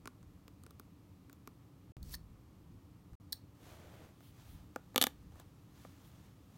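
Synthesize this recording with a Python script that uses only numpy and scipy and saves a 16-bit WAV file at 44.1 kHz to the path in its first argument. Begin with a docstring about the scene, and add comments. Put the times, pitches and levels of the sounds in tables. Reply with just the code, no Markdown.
"""Over faint room tone, fingertips tap a plastic-fronted card packet on a bed; a hand rumbles on the
microphone. Close by, scissors scrape open with a squeak and clack, steel on steel. The blades nudge the packet
and glide over it while a sleeve brushes the bedding, then bite through in a quick run of cracks that ring the
blades and the card. Twice the sound drops out for an instant."""
import sys
import numpy as np
from scipy import signal
from scipy.fft import rfft, irfft
from scipy.io import wavfile
from scipy.ndimage import uniform_filter1d

SR = 44100
rng = np.random.default_rng(int(sys.argv[2]) if len(sys.argv) > 2 else 0)


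def generate_wav(signal):
    """Clip the signal to [-1, 1] and save it as 16-bit WAV at the path in sys.argv[1]."""
    frames = np.transpose(np.atleast_2d(signal))
    scaled = np.clip(frames, -1, 1) * 32767
    pcm = np.round(scaled).astype(np.int16)
    wavfile.write(sys.argv[1], SR, pcm)


N = 289913
TIME_S = np.arange(N) / SR
RING_S = TIME_S[:SR // 4]


def amp(db):
    return 10 ** (np.asarray(db) / 20)


def unit_rms(x):
    return x / np.sqrt(np.mean(x ** 2) + 1e-20)


def at_hz(points, hz):
    """Table lookup on a log-frequency axis."""
    point_hz, value = np.transpose(points)
    return np.interp(np.log(hz + 1), np.log(point_hz), value)


def add(mix, start_s, sound):
    part = mix[round(start_s * SR):][:len(sound)]
    part += sound[:len(part)]


def coloured(x, spectrum):
    """Filter by (frequency [Hz], level [dB]) points; rms 1."""
    gain = amp(at_hz(spectrum, np.fft.rfftfreq(len(x), 1 / SR)))
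    return unit_rms(irfft(rfft(x) * gain, len(x)))


def noise(spectrum):
    return coloured(rng.standard_normal(N), spectrum)


def soften(x, corner_hz):
    """Low-pass, as by a blunt contact."""
    return signal.lfilter(*signal.butter(2, corner_hz, fs=SR), x)


def flicker(corner_hz):
    return unit_rms(soften(rng.standard_normal(N), corner_hz))


def decay(t60_s):
    return np.exp(-np.log(1000) * RING_S / t60_s)


def swell(middle_s, length_s):
    return np.exp(-np.pi * ((TIME_S - middle_s) / length_s) ** 2)


def ring(modes, spread_db, detune):
    """Damped modes of alternating sign, slightly varied per blow."""
    out = np.zeros(len(RING_S))
    for k, (hz, db, t60_s) in enumerate(modes):
        gain = (-1) ** k * amp(db + spread_db * rng.uniform(-1, 1))
        tuned_hz = hz * (1 + detune * rng.uniform(-1, 1))
        out += gain * decay(t60_s) * np.cos(2 * np.pi * tuned_hz * RING_S)
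    return out


# room tone spectrum: (frequency [Hz], level [dB])
AIR_SPECTRUM = [(15, -48), (28, -28), (60, -7.5), (97, 0), (140, -6.5), (190, -6), (235, -14.5),
                (290, -7.5), (370, -20), (480, -22), (620, -27), (1250, -27.5), (1500, -35.5),
                (2400, -36.5), (7000, -43), (10500, -45.5), (12500, -42.5), (16000, -45.5)]


def room_tone():
    """Steady, mostly low noise."""
    return amp(-59) * noise(AIR_SPECTRUM)


# surface tick spectrum: (frequency [Hz], level [dB])
TICK_SPECTRUM = [(200, -21), (1000, -13), (2500, 1), (4000, -4), (7000, 1.5), (10300, -6), (12500, -2),
                 (16000, -3.5)]


def tick(t60_s, fizz_db, fizz_t60_s):
    """A sharp break, then a fading fizz."""
    burst = rng.choice([-1, 1], len(RING_S)) * (decay(t60_s) + amp(fizz_db) * decay(fizz_t60_s))
    burst[0] = amp(6.5)
    hz = np.linspace(0, SR / 2, 65)
    colour = signal.firwin2(33, hz, amp(at_hz(TICK_SPECTRUM, hz)), fs=SR)
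    return signal.lfilter(colour[10:], 1, burst)


def touches(events, modes, contact_hz):
    """Each touch knocks the packet and ticks its surface."""
    out = np.zeros(N)
    for time_s, knock_db, tick_db in events:
        add(out, time_s, amp(knock_db) * soften(ring(modes, spread_db=4, detune=0.027), contact_hz))
        add(out, time_s, amp(tick_db) * tick(t60_s=0.0013, fizz_db=-12.5, fizz_t60_s=0.011))
    return out


# fingertip taps: (time [s], knock [dB], tick [dB])
FINGER_TAPS = [(.057, -43, -40), (.0748, -39, -34), (.229, -61, -55.5), (.4801, -53.5, -43),
               (.6365, -57, -45), (.6648, -51.5, -44.5), (.7078, -54, -44), (.7974, -46.5, -37.5),
               (1.2974, -51.5, -48), (1.3289, -60, -41.5), (1.4746, -44.5, -39)]
# plastic blister modes: (frequency [Hz], level [dB], t60 [s])
BLISTER_MODES = [(255, -4.5, 0.056), (428, -5, 0.041), (622, -10.5, 0.014), (1060, -2, 0.017),
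                 (1230, -2, 0.017), (1416, -1, 0.016), (2420, -3.5, 0.0076)]


def finger_taps():
    """Fingertips ring the plastic blister."""
    return touches(FINGER_TAPS, BLISTER_MODES, contact_hz=2100)


def swing(start_s, peak_db, rise_db_per_s, stop_s=2.152, release_s=0.003):
    """Friction grows as the opening blades speed up and dies when they stop."""
    left_s = stop_s - TIME_S
    rise = amp(peak_db - rise_db_per_s * np.maximum(left_s, 0))
    release = np.exp(np.minimum(left_s, 0) / release_s)
    return (TIME_S > start_s) * rise * release


# edge friction spectrum: (frequency [Hz], level [dB])
RASP_SPECTRUM = [(700, -7), (1800, -5), (2600, -5), (5000, 1.5), (7000, -0.5), (10500, -4), (13500, -2),
                 (16000, -0.5)]


def blade_scrape():
    """Edge drags over edge in tiny slips; a squeak climbs with speed, then holds."""
    slips = rng.standard_normal(N) * amp(6.1 * rng.standard_normal(N))
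    rasp = swing(start_s=2.025, peak_db=-51.5, rise_db_per_s=155) * coloured(slips, RASP_SPECTRUM)
    squeak_s, low_hz, top_hz, climb_hz_per_s = 2.118, 10200, 13600, 170000
    hz = np.clip(low_hz + climb_hz_per_s * (TIME_S - squeak_s), low_hz, top_hz)
    hz *= 1 + 0.034 * flicker(corner_hz=890)
    squeak = np.sin(2 * np.pi * np.cumsum(hz) / SR)
    return rasp + swing(squeak_s, peak_db=-48.5, rise_db_per_s=260) * squeak


# hand-held blade resonances: (frequency [Hz], width [Hz], level [dB])
STEEL_MODES = [(4070, 330, -6), (4360, 370, 2), (5260, 320, -5), (6070, 400, -15), (8830, 620, -10),
               (9800, 490, -11.5), (13100, 1300, -11), (15000, 1000, -9)]


def steel(drive):
    """The narrow blades colour the drive and radiate little below their resonances."""
    body = sum(amp(db) * width_hz * np.exp(-np.pi * width_hz * RING_S) * np.cos(2 * np.pi * hz * RING_S)
               for hz, width_hz, db in STEEL_MODES)
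    body = signal.lfilter(*signal.butter(7, 3600, "high", fs=SR), body)
    return signal.oaconvolve(drive, body / np.linalg.norm(body))[:N]


# blade-on-blade hits: (time [s], chatter [dB], chatter t60 [s], bending [dB])
BLADE_HITS = [(2.0292, -44, 0.0077, -78), (2.1393, -39.5, 0.016, -46), (2.1433, -40, 0.016, -44.5),
              (2.151, -38.5, 0.0087, -63), (2.168, -60, .006, -75), (3.3235, -34, 0.029, -70),
              (3.328, -28, 0.0098, -44.5), (3.331, -41, 0.015, -58)]
# bending modes, damped by the grip: (frequency [Hz], level [dB], t60 [s])
BENDING_MODES = [(1004, -6.5, 0.012), (1625, -6, 0.03), (1850, -1.5, 0.028)]


def blade_clacks():
    """The blades chatter briefly where they meet, and flex."""
    chatter, flex = np.zeros(N), np.zeros(N)
    for time_s, chatter_db, t60_s, bend_db in BLADE_HITS:
        add(chatter, time_s, amp(chatter_db) * decay(t60_s) * rng.choice([-1, 1], len(RING_S)))
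        add(flex, time_s, amp(bend_db) * ring(BENDING_MODES, spread_db=2, detune=0.02))
    return steel(chatter) + flex


# blade-on-card touches: (time [s], knock [dB], tick [dB])
BLADE_NUDGES = [(3.133, -58, -62), (4.206, -55, -57), (4.7604, -27, -36), (4.9446, -46.5, -45),
                (5.321, -58.5, -60), (5.356, -54.5, -57), (5.398, -52, -45), (5.401, -60, -43),
                (5.8492, -42.5, -60)]
# modes of the card on the bedding: (frequency [Hz], level [dB], t60 [s])
CARD_MODES = [(252.4, -6.5, 0.041), (502, -5, 0.036), (660, -6, 0.021), (808, -1.5, 0.018),
              (1225, -5, 0.022), (1422, -6, 0.018), (1720, -2.5, 0.013), (2290, -0.5, 0.0073)]


def blade_nudges():
    """The blades bump the card with dull knocks."""
    return touches(BLADE_NUDGES, CARD_MODES, contact_hz=1380)


# sleeve strokes: (start [s], length [s], swish [dB], hiss [dB], swish centre [Hz])
SLEEVE_STROKES = [(3.565, 0.58, -61.5, -68.5, 479.5), (4.29, 0.4, -74, -73, 801),
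                  (5.302, .16, -65, -73.5, 854), (5.69, 0.66, -76.5, -72, 850), (6.46, 0.17, -74, -78, 900)]
# fibre hiss spectrum: (frequency [Hz], level [dB])
FIBRE_SPECTRUM = [(150, 12), (500, -2.5), (1200, 4), (2500, -0.5), (3400, 1), (5000, -2.5), (6500, -2),
                  (8000, -5.5), (10400, -7), (12000, -6), (16000, -7.5)]


def sleeve(attack_s=0.13, release_s=0.089, floor_from_s=3.55, floor_db=-76.5):
    """Cloth slides on bedding: a broad swish under the hiss of catching fibres."""
    catching = amp(1.1 * flicker(corner_hz=90))
    low_noise = noise([(150, 2.5), (350, -2.5), (900, -9), (2500, -15), (6000, -36)])
    swish = np.zeros(N)
    hiss_power = amp(floor_db) ** 2 * (TIME_S > floor_from_s)  # a faint steady hiss from here on
    for start_s, length_s, swish_db, hiss_db, centre_hz in SLEEVE_STROKES:
        age_s = TIME_S - start_s
        speed = np.clip(np.minimum(age_s / attack_s, (length_s - age_s) / release_s), 0, 1)
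        swish += amp(swish_db) * speed * unit_rms(low_noise * np.cos(2 * np.pi * centre_hz * TIME_S))
        grab_db = 7.5 * swell(start_s + 0.086, length_s=0.22)  # the cloth pulls free
        hiss_power += (speed * amp(hiss_db + grab_db)) ** 2
    return catching * (swish + np.sqrt(hiss_power) * noise(FIBRE_SPECTRUM))


# blade glides: (middle [s], length [s], level [dB])
BLADE_GLIDES = [(4.262, .1, -66.5), (4.513, 0.12, -66.5), (6.07, 0.064, -69)]
# sliding steel spectrum: (frequency [Hz], level [dB])
GLIDE_SPECTRUM = [(500, -8), (2300, -2), (3300, 4), (5000, -4), (8000, -8), (9800, 0.5), (11200, -8),
                  (13000, 0), (16000, 0.5)]


def blade_glides():
    """The flat of a blade slides over the packet in short, airy swells."""
    envelope = sum(amp(db) * swell(middle_s, length_s) for middle_s, length_s, db in BLADE_GLIDES)
    return envelope * noise(GLIDE_SPECTRUM)


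# breaks: (time [s], card [dB], place across the card [0-1], blade ring [dB], tick [dB])
PACKET_BREAKS = [(4.96, -23, 0.31, -25, -22), (4.979, -22, 0.3, -19.5, -24),
                 (5.014, -26.5, .45, -22, -17.5), (5.017, -49, .45, -35, -21), (5.018, -34, .45, -29, -29),
                 (5.0246, -27, 0.36, -18.5, -20), (5.0394, -24, 0.45, -20.5, -18),
                 (5.0683, -29, 0.35, -31, -25.5)]
# modes of the blades as they bite: (frequency [Hz], level [dB], t60 [s])
EDGE_MODES = [(2974, -2.5, 0.012), (3570, 3, 0.0074), (4520, -5.5, 0.0066), (5610, -10, .005),
              (6450, -2.5, 0.0016), (7500, -9.5, .005), (8700, -13, .004), (11800, 1, 0.0049),
              (14430, -10, .003)]


def packet_cracks():
    """The packet gives way in jerks: a sharp break, a ring of the blades, a flap of the whole card."""
    out = np.zeros(N)
    for time_s, card_db, place, edge_db, tick_db in PACKET_BREAKS:
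        # a mode with a node at the break rings less
        modes = [(hz, db - 11 * np.cos(np.pi * (k + 1) * place) ** 4, t60_s)
                 for k, (hz, db, t60_s) in enumerate(CARD_MODES)]
        flap = soften(ring(modes, spread_db=0.5, detune=0.017), corner_hz=4500)
        add(out, time_s, amp(card_db) * flap)
        add(out, time_s, amp(edge_db) * ring(EDGE_MODES, spread_db=1, detune=0.008))
        add(out, time_s, amp(tick_db) * tick(t60_s=0.007, fizz_db=-11, fizz_t60_s=0.012))
    return out


# reverberation: (frequency [Hz], t60 [s])
ROOM_DECAY = [(200, .22), (1000, 0.27), (4000, 0.18), (9000, 0.18), (16000, 0.14)]
# nearby surfaces: (delay [s], level [dB])
REFLECTIONS = [(.0034, -21.5), (.0052, -22.5)]


def bedroom(x, wet_db):
    """Near reflections and a short, soft-furnished tail."""
    hz, time_s, bins = signal.stft(rng.standard_normal(SR // 2), SR, nperseg=256)
    fade = np.exp(-np.log(1000) * time_s / at_hz(ROOM_DECAY, hz)[:, None])
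    tail = signal.istft(bins * fade, SR, nperseg=256)[1]
    response = np.zeros(SR)
    add(response, 0.006, amp(wet_db) * tail / np.linalg.norm(tail))
    for delay_s, db in REFLECTIONS:
        add(response, delay_s, amp([db]))
    return x + signal.oaconvolve(x, response)[:N]


# hand shifts: (middle [s], length [s], level [dB])
HAND_SHIFTS = [(0.065, 0.057, -56.5), (.28, 0.13, -61.5), (2.028, 0.13, -51), (2.176, 0.32, -54.5),
               (2.683, 0.23, -59), (3.133, 0.026, -49.5), (4.56, 0.19, -54.5), (5.31, 0.26, -57.5)]


def hand_rumble():
    """The holding hand shifts on the microphone, here and there under the whole scene."""
    grip = sum(amp(db) * swell(middle_s, length_s) for middle_s, length_s, db in HAND_SHIFTS)
    return grip * noise([(15, -18), (35, -9), (58, 2.5), (90, -9), (150, -10.5), (500, -36), (2000, -78)])


def scene():
    """Packet and blades in the room, over cloth, rumble and room tone."""
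    packet = bedroom(finger_taps() + blade_nudges() + packet_cracks(), wet_db=-22)
    blades = bedroom(blade_clacks(), wet_db=-17) + blade_scrape()
    return (packet + blades + sleeve() + hand_rumble() + room_tone() + blade_glides())[None]


# silences: (start [s], end [s])
DROPOUTS = [(1.921, 1.9675), (3.154, 3.2)]


def record(dry):
    """Two brief dropouts, a dull pop as the first ends, then a low-pass."""
    gate = np.ones(N)
    for start_s, end_s in DROPOUTS:
        gate[(TIME_S > start_s) & (TIME_S < end_s)] = 0
    out = dry[0] * uniform_filter1d(gate, size=24)
    pop_s, pop_db, cutoff_hz = 1.9683, -42, 16100
    add(out, pop_s, -amp(pop_db) * decay(t60_s=0.012))
    low_pass = signal.firwin(255, cutoff_hz, window=("kaiser", 9), fs=SR)
    return signal.oaconvolve(out, low_pass, "same")[None]


dry = scene()
out = record(dry)
generate_wav(out)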